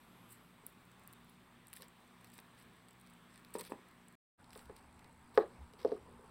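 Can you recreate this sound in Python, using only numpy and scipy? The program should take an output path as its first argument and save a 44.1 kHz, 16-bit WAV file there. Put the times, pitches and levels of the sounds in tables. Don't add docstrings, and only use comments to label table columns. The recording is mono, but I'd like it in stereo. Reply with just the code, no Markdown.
import sys
import numpy as np
from scipy import signal
from scipy.fft import rfft, irfft, next_fast_len
from scipy.io import wavfile
from scipy.ndimage import uniform_filter1d, map_coordinates

SR = 44100
rng = np.random.default_rng(int(sys.argv[2]) if len(sys.argv) > 2 else 0)


def store_pcm(level_fs):
    pcm = np.round(np.clip(level_fs, -1, 1) * 32767).astype(np.int16)
    wavfile.write(sys.argv[1], SR, np.atleast_2d(pcm).T)


def boost(x):
    u = np.asarray(x, float) / 20
    return 10 ** u


N = 278071
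TIME = np.arange(N) / SR
MAINS_HZ = 60


def unit(x):
    return x / np.sqrt(np.mean(x ** 2) + 1e-20)


def along(points, hz):
    f, *values = np.transpose(points)
    return np.array([np.interp(np.log(hz + 1), np.log(f + 1), v) for v in values])


def curves(rows):
    s, *columns = np.transpose(rows)
    return [np.interp(TIME, s, column) for column in columns]


def wobble(rate):
    knots = rng.standard_normal(int(N * rate / SR) + 4)
    return map_coordinates(knots, [np.arange(N) * rate / SR])


def noise():
    return rng.standard_normal(N)


def filtered(x, response):
    m = next_fast_len(N + 8192)
    return irfft(rfft(x, m) * response(np.fft.rfftfreq(m, 1 / SR)), m)[..., :N]


def band(x, lo_hz, hi_hz):
    return signal.sosfilt(signal.butter(3, [lo_hz, hi_hz], "band", fs=SR, output="sos"), x)


def strokes(rows):
    gain = np.zeros(N)
    for start, end, db in rows:
        u = np.clip((TIME - start) / (end - start), 0, 1)
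        gain += boost(db) * np.minimum(u / 0.11, 1) * (1 - u ** 3)
    return gain


# (from t/s, to t/s)
SILENCE = (4.1535, 4.374)


def silence_gate():
    fade_in = np.clip((TIME - SILENCE[1]) / .024, 0, 1) ** 1.5
    return np.where(TIME < SILENCE[0], 1, fade_in)


# (f/Hz, likeness from -1 to 1)
LIKENESS = [(60, 0.99), (200, 0.16), (350, 0.66), (600, -0.4), (1400, -0.056), (2800, -0.078)]


def air(spectrum, patchy_db):
    z = signal.stft(rng.standard_normal((2, N)), nperseg=512)[2]
    field = uniform_filter1d(rng.standard_normal(z.shape[1:]), size=6, axis=0)
    field = uniform_filter1d(field, size=12, axis=1)
    a, b = signal.istft(z * boost(patchy_db * unit(field)), nperseg=512)[1][:, :N]

    def split(hz):
        angle = np.arccos(np.clip(along(LIKENESS, hz)[0], -1, 1)) / 2
        return np.array([np.cos(angle), np.sin(angle)])

    mid, side = filtered(np.array([a, b]), split)
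    stereo = np.array([mid + side, mid - side])
    return filtered(stereo, lambda hz: boost(along(spectrum, hz)) * np.sqrt(SR / 2))


# (f/Hz, left level/dB per Hz, right level/dB per Hz)
NEAR_AIR = [(25, -102, -106), (79, -100.5, -96.5), (184, -94, -86.5), (369, -100, -94.5), (500, -102, -96),
            (1097, -93.5, -92), (1530, -99, -99), (2320, -99, -100), (3650, -119, -102), (3860, -111, -103),
            (5440, -123, -112), (8700, -118, -107), (9600, -124, -114), (15500, -133, -114)]
# (f/Hz, left level/dB per Hz, right level/dB per Hz)
FAR_AIR = [(25, -88, -116), (80, -89.5, -85.5), (223, -94.5, -87), (340, -101, -94), (554, -96, -97.5),
           (890, -96.5, -87), (1500, -103, -95.5), (2100, -109, -99), (3200, -115, -105),
           (4500, -117, -108), (5800, -123, -114), (8700, -118, -109), (10200, -125, -116),
           (15500, -137, -119)]
# (t/s, level/dB)
DRIFT = [
    (0, 1.2),
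    (.6, -0.2),
    (3.9, 0),
    (4.15, -2),
    (4.38, -2.5),
    (4.6, 1),
    (5.3, -0.46),
    (6.31, 0.7),
]


def room_air():
    near, far = air(NEAR_AIR, patchy_db=1.17), air(FAR_AIR, patchy_db=1.53)
    return np.where(TIME > SILENCE[0], far, near) * boost(curves(DRIFT)[0] + 0.45 * wobble(5.6))


# (multiple of mains pitch, left level/dB, right level/dB)
HUM = [(1, -73, -84), (2, -78.5, -67), (3, -72, -63), (4, -73.5, -64.5), (6, -84.5, -76.5)]


def mains_hum():
    hum = np.zeros((2, N))
    for k, left, right in HUM:
        far_loss_db = 0 if k == 4 else 4.4
        level_db = np.array([[left], [right]]) - 2.0 + 2.3 * wobble(10) - far_loss_db * (TIME > SILENCE[0])
        sway = (0.4 if k == 4 else 1.6) * wobble(8)
        hum += boost(level_db) * np.sin(2 * np.pi * k * MAINS_HZ * TIME + k * k + sway)
    return hum


# (t/s, peak level/dB, half width t/s)
SWELLS = [
    (4.69, -56, 0.034),
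    (4.92, -55, 0.041),
    (5.16, -58.5, 0.05),
    (5.37, -57, 0.022),
    (5.63, -45, 0.031),
    (5.86, -50, 0.033),
    (6.05, -58.5, 0.093),
    (6.31, -52, 0.025),
]


def far_rumble():
    swells = boost(-88) * (TIME > SILENCE[0])
    for s, db, width in SWELLS:
        swells = swells + boost(db) * np.exp(-((TIME - s) / width) ** 2 / 2)
    return swells * boost(-5.0 + 2.0 * wobble(2.78)) * unit(band(noise(), lo_hz=63.9, hi_hz=77.2))


def motor_ticks():
    far = TIME > SILENCE[0]
    cycle = (TIME - np.where(far, .0108, .0142)) * MAINS_HZ
    size_db = rng.normal(0, .9, N // 600)[cycle.astype(int)]
    fade_db = -60 * (cycle % 1) / MAINS_HZ / .012
    beat = boost(size_db + fade_db + np.where(far, -63.5, -73))
    return beat * unit(band(noise(), lo_hz=7700, hi_hz=9500)) * boost([[-14], [0]])


# (start t/s, end t/s, f/Hz,
# width f/Hz, level/dB)
WHISTLES = [
    (0, 4.03, 3500, 340, -85.5),
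    (1, 4.4, 1700, 260, -79),
    (5, 5.6, 2180, 190, -80),
    (2.5, 7.3, 7980, 36, -90),
    (0, 0.52, 11500, 900, -80),
]


def whines():
    out = np.zeros(N)
    for start, end, hz, width, db in WHISTLES:
        on = uniform_filter1d(((TIME > start) & (TIME < end)) * 1., size=4000)
        out += on * boost(db + 3.2 * wobble(3.8)) * unit(band(noise(), hz - width / 2, hz + width / 2))
    return out * boost([[-10], [3]])


# (f/Hz, time to fade 60 dB t/s)
ROOM_FADE = [(200, 0.21), (500, 0.23), (1500, 0.17), (5000, 0.17), (12000, 0.088)]


def tail(length=12000):
    hz, t, z = signal.stft(rng.standard_normal((2, length)), SR, nperseg=256)
    fading = z * boost(-60 * t / along(ROOM_FADE, hz).T)
    answer = signal.istft(fading, SR, nperseg=256)[1][:, :length]
    answer[1] += .5 * answer[0]
    return answer / np.linalg.norm(answer, axis=1, keepdims=True)


# (start t/s, end t/s, level/dB)
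SLIDES = [
    (1.796, 1.853, -65.5),
    (3.556, 3.585, -55.5),
    (3.585, 3.628, -50.5),
    (3.693, 3.73, -59),
    (4.505, 4.66, -83),
    (5.332, 5.42, -63.5),
    (5.787, 5.877, -63.5),
    (5.857, 5.96, -62),
    (6.05, 6.189, -63),
    (6.188, 6.274, -64),
]


def groan():
    rub = boost(1.5 * wobble(70)) * noise()
    low = unit(band(rub, lo_hz=380, hi_hz=533))
    high = unit(band(rub, lo_hz=900, hi_hz=1150))
    return strokes(SLIDES) * (low + boost(-4.0) * high) * boost([[-1.5], [1.5]])


# (t/s, peak level/dB, main f/Hz, main 60 dB fade t/s, overtone level/dB)
KNOCKS = [(.637, -59, 400, 0.028, -2), (1.8227, -62, 1800, 0.06, -3), (2.386, -66, 412, 0.02, 16),
          (3.5525, -34, 438, 0.025, -2.5), (3.592, -61, 477, 0.019, 2.5), (3.613, -65, 455, 0.027, 14),
          (3.72, -28.5, 333, 0.0076, -3), (3.7344, -45, 407, 0.028, -16), (3.741, -59, 380, .0088, -18),
          (4.558, -46.5, 396, 0.013, 2.5), (4.6965, -42, 390, .015, -2), (5.3756, -13.5, 440, 0.017, -0.5),
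          (5.735, -55.5, 424, 0.019, -6), (5.8484, -19, 470, 0.019, -19), (5.9182, -27, 409, 0.022, -16),
          (5.9225, -31.5, 444, 0.016, -23), (5.965, -48.5, 416, 0.034, -4)]
# (f/Hz, right level/dB, left level/dB, 60 dB fade t/s)
NEAR_BOARDS = [(215, -2.5, -4, 0.058), (613, -13, -23.5, 0.073), (976, 3.5, -15.5, 0.03),
               (1175, -14.5, -8, 0.032), (1760, -8, -13, 0.021), (2530, -21, -22.5, 0.048)]
# (f/Hz, right level/dB, left level/dB, 60 dB fade t/s)
FAR_BOARDS = [(304, -19.5, -24.5, 0.11), (568, -6.5, -10, 0.048), (728, -11, -10, 0.034),
              (840, -2.5, -16, 0.029), (1163, -13, -22, 0.042), (1235, -2.5, -17, 0.03),
              (1473, -6.5, -18.5, 0.03), (1637, -12, -25, .04), (1780, -15, -31, 0.029),
              (2160, -29, -36, 0.029), (4000, -12.5, -23, 0.0093)]
# (delay t/s, left level/dB, right level/dB)
WALLS = [(.0018, -1, -12.5), (.004, 1, -3.5), (.0068, -16, -4), (0.0115, -2, -4), (0.0225, -31, -10.5),
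         (.0255, -30, -10), (0.0317, -8.5, -17), (0.0324, -30, -14), (0.0373, -18, -28),
         (.0455, -28, -19.5), (.0518, -35, -26), (0.053, -24, -24), (0.0542, -22, -35), (0.0592, -34, -20)]
ROOM_DB, ROOM_PER_HARDNESS = -3.5, 0.091


def shell():
    out, t = np.zeros((2, N + SR)), np.arange(9000) / SR
    for s, db, hz, t60, over_db in KNOCKS:
        far = s > SILENCE[0]
        side_db = np.array([[-2 - 5 * far], [1 - 3.6 * far]])
        ring = boost(side_db - 60 * t / t60) * np.sin(2 * np.pi * hz * t) * (1 - np.exp(-t / 0.00045))
        for mode_hz, right, left, life in FAR_BOARDS if far else NEAR_BOARDS:
            strength = over_db + np.array([[left], [right]]) + rng.normal(0, 1.2, (2, 1))
            onset = 1 - np.exp(-t * mode_hz / 1.1)
            fade_db = -60 * t / (life * (0.18 + t60 / 0.065))
            ring = ring - onset * boost(strength + fade_db) * np.sin(2 * np.pi * mode_hz * t)
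        ring = band(ring, 240 if far else 140, hi_hz=5700)
        swell = 1 - np.exp(-(np.arange(12000) / SR / (.03 if far else .0092)) ** 2)
        echo = signal.fftconvolve(ring.mean(axis=0)[None], swell * tail(), axes=1)
        echo *= boost(ROOM_DB + ROOM_PER_HARDNESS * over_db)
        start = round(s * SR)
        out[:, start:start + len(t)] += boost(db + 6.5) * ring
        out[:, start:start + echo.shape[1]] += boost(db + 5.5) * echo
        dull = band(ring, lo_hz=125, hi_hz=1000)
        bright = band(ring, lo_hz=940, hi_hz=2510)
        for delay, left, right in WALLS if far else []:
            bounce = dull + np.exp(-delay / 0.0093) * bright
            first = start + round(delay * SR)
            out[:, first:first + len(t)] += boost(db + 7.0 + np.array([[left], [right]])) * bounce
    return out[:, :N]


# (t/s, level/dB, sharpness level/dB, weight level/dB)
CLAWS = [(.3234, -50, 5.5, -23), (.3293, -47, 1, -22), (.6654, -34.5, 5, -35), (1.0755, -38, -0.5, -24),
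         (1.1281, -41.5, -4.5, -27), (1.1341, -51, 5.5, -3), (1.6699, -41, -4.5, -13),
         (1.6819, -41, -13, -24), (1.7305, -33, -5.5, -6), (1.7369, -38.5, 3, -12),
         (1.7646, -36.5, -2.5, -18), (1.7699, -44.5, -5, 1.5), (1.8213, -34.5, -5.5, -7),
         (2.245, -43, -4, -7), (2.3798, -41, -4.5, -12), (2.3885, -41.5, -15, -6),
         (3.3581, -44, -15.5, -8.5), (3.3768, -50, -5, 0.5), (3.5378, -40, -8.5, -20),
         (3.5407, -30.5, -8.5, -16), (3.5599, -41.5, -14.5, -4), (3.5847, -29, -16.5, -21),
         (3.5914, -35, -17.5, -12), (3.5947, -34.5, -17, -10), (3.5996, -35, -8.5, -12),
         (3.6096, -28.5, -10, -9.5), (3.6155, -42, -2.5, -1.5), (3.6377, -48.5, -1, -15.5),
         (3.6502, -39.5, -9, -8), (4.0833, -45, -8, -16)]
# (t/s, level/dB, weight level/dB)
DISTANT = [(4.4428, -55, -2), (4.5058, -48, -2.5), (4.5312, -41.5, -3.5), (4.552, -58, 10.5),
           (4.5756, -39.5, -12), (4.5923, -45, -6.5), (4.6559, -51.5, -7), (4.7647, -43, -8),
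           (4.9928, -50, -5.5), (5.044, -49.5, -7), (5.345, -70, 7), (5.3552, -47, -13), (5.3722, -58, -5),
           (5.3754, -47, 11), (5.7355, -49, -4), (5.7912, -69, 0), (5.8025, -56, 3), (5.8154, -53.5, 4),
           (5.8308, -70, 20), (5.8484, -59.5, 15.5), (5.8755, -65, 13), (5.918, -75, 24), (5.946, -64, 5),
           (5.9658, -53.5, -28)]
# (t/s, level/dB, sharpness level/dB)
STEPS = [(.2923, -55, 3), (.3013, -58, 2), (.3083, -54, 0), (.3175, -53.5, 3), (.6776, -57, -2),
         (.7248, -58.5, 2), (.853, -55, -3), (.9159, -49.5, -8), (.9957, -50.5, -5), (1.0354, -52, -6),
         (1.0405, -68, -7), (1.1807, -61, -5), (1.2107, -66, 4), (1.2463, -63, 8), (1.2967, -58, 8),
         (1.304, -67, 7), (1.6868, -55, 0), (1.7008, -54, -2), (1.7123, -59.5, -3), (1.811, -57, -1.5),
         (1.8829, -47, -6), (2.0041, -58, -4), (2.0765, -50, -13), (2.2067, -61, -9), (2.2116, -51, -8),
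         (2.2725, -53, -6), (2.3004, -50, -6.5), (2.3184, -50, -8), (2.3379, -49.5, -1), (2.342, -49.5, -1),
         (2.352, -50.5, -3), (2.357, -56.5, -5), (2.3738, -55, -8), (2.4012, -48, 1), (2.5489, -56, -6),
         (2.5903, -58, -2), (2.5998, -54, 0), (2.6247, -52.5, -3), (2.6295, -56, -1), (2.7355, -62.5, 2),
         (2.7609, -63, 0), (2.7669, -63, 3), (2.8848, -47, -11), (2.8903, -47.5, -11.5), (2.9083, -45, -10),
         (2.9302, -51, -6.5), (2.9991, -51, -6), (3.013, -48, -5), (3.0644, -54.5, -5), (3.0724, -50, -8),
         (3.0989, -49, -6), (3.1065, -55.5, -2.5), (3.1363, -47, -14), (3.3413, -51, -10.5),
         (3.3947, -57, 0.5), (3.4481, -48.5, -2), (3.8861, -55.5, 2), (3.9125, -53, -5), (4.125, -50, -10)]
# (t/s, level/dB, sharpness level/dB)
SCRAPE = [(3.4865, -60, -0.5), (3.506, -56, 1.5), (3.545, -50.5, -10.5), (3.5495, -47.5, -8),
          (3.555, -48, -12.5), (3.5874, -39.5, -12), (3.607, -43, -10), (3.6305, -49, -7.5),
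          (3.6686, -50.5, -4), (3.678, -53.5, 1), (3.705, -50, -3), (3.7424, -55, -9)]
DISTANT_SHARP_DB = -9
TOE_SCATTER_DB, STEP_WEIGHT_DB, NEARING_DB_PER_S = 4.5, -16, 1.5


def taps():
    toes = np.vstack([STEPS, SCRAPE])
    scatter_db = TOE_SCATTER_DB * rng.standard_normal(len(toes))
    weight_db = STEP_WEIGHT_DB + NEARING_DB_PER_S * toes[:, 0] + scatter_db
    distant = np.insert(DISTANT, 2, DISTANT_SHARP_DB, axis=1)
    rows = np.vstack([CLAWS, distant, np.column_stack([toes, weight_db])])
    return np.column_stack([rows[:, :2], rows[:, 1:2] + rows[:, 2:]])


# (start t/s, end t/s, claw hiss level/dB, sharpness level/dB, skin rub level/dB)
DRAG = [(0.294, 0.372, -56, -3, -72), (.609, 0.647, -66, -14, -90), (0.66, .72, -67, 9, -84),
        (1.073, 1.153, -85, 6, -80), (1.27, 1.367, -87, 18, -76), (1.747, 1.81, -59, 2, -62),
        (1.803, 1.862, -68, 9, -60.5), (2.242, 2.31, -67, -4, -70), (2.323, 2.42, -62, -1, -67),
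        (2.569, 2.64, -64, -1, -66), (2.728, 2.947, -94, -7, -107), (3.292, 3.436, -67, -11, -71),
        (3.536, 3.584, -51.5, -4, -57), (3.588, 3.623, -52, 1.5, -51.5), (3.622, 3.696, -56, 1, -56),
        (3.691, 3.739, -57.5, -2.5, -64), (4.51, 4.676, -63, 1.5, -68.5), (4.758, 4.803, -63, -4, -64.5),
        (5.338, 5.44, -67.5, 2, -60.5), (5.78, 5.874, -74, 8, -63.5), (5.848, 5.99, -83, 4, -66)]
# (low f/Hz, high f/Hz, 60 dB fade t/s, left port level/dB, gain level/dB)
COLOURS = [
    (7600, 9120, 0.0075, -27, -6),
    (10100, 14850, 0.0041, -19, 1.5),
    (1990, 5730, 0.013, -10.5, -5),
]
# (f/Hz, level/dB)
CLAW_TONE = [(1000, 21), (2400, 0.5), (3200, 1), (4200, 2), (5800, 0), (8300, -5.5), (10000, -1),
             (12000, -7), (14200, -6), (16000, 2.5)]


def claws():
    out, t, rows = np.zeros((2, N)), np.arange(700) / SR, taps()
    start, end, hiss_db, sharp_db, skin_db = np.transpose(DRAG)
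    drag_db = (hiss_db, hiss_db + sharp_db, skin_db)
    at = np.round(rows[:, :1] * SR).astype(int) + np.arange(len(t))
    for k, (lo_hz, hi_hz, t60, left_db, gain_db) in enumerate(COLOURS):
        burst = .5 * rng.standard_normal(at.shape) * boost(-60 * t / t60)
        burst[:, 0] = 1
        opening = band(burst, lo_hz, hi_hz)[:, :40]
        burst /= np.sqrt(np.mean(opening ** 2, axis=1, keepdims=True))
        burst *= boost(rows[:, k + 1:k + 2] + gain_db)
        ticks = band(np.bincount(at.ravel(), burst.ravel(), N)[:N], lo_hz, hi_hz)
        grain = boost(3.2 * wobble(350) + 2 * wobble(60)) * rng.standard_normal((2, N))
        drag = strokes(zip(start, end, drag_db[k])) * unit(band(grain, lo_hz, hi_hz))
        left_ticks = np.where(np.arange(N) < SILENCE[0] * SR, np.roll(ticks, 21), ticks)
        out += boost([[left_db], [0]]) * (drag + np.array([left_ticks, ticks]))
    room = signal.fftconvolve(out[1:], tail(), axes=1)[:, :N]
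    out += boost(-20) * room * boost([[-7], [0]])
    return filtered(out, lambda hz: boost(along(CLAW_TONE, hz)))


def scene():
    background = room_air() + mains_hum() + far_rumble() + motor_ticks()
    return background + whines() + groan() + shell() + claws()


def top_cut(x):
    return signal.sosfilt(signal.butter(12, 16820, fs=SR, output="sos"), x)


def record(dry):
    def ports(hz):
        dip = 1 + ((hz - 6900) / 400) ** 4
        steepness = np.where(hz < 6900, 0.32, 1)
        return (1 - 0.55 / dip ** steepness) * np.where(hz < 15900, 1, boost(-23.0))

    return top_cut(filtered(dry, ports) * silence_gate())


dry = scene()
out = record(dry)
store_pcm(out)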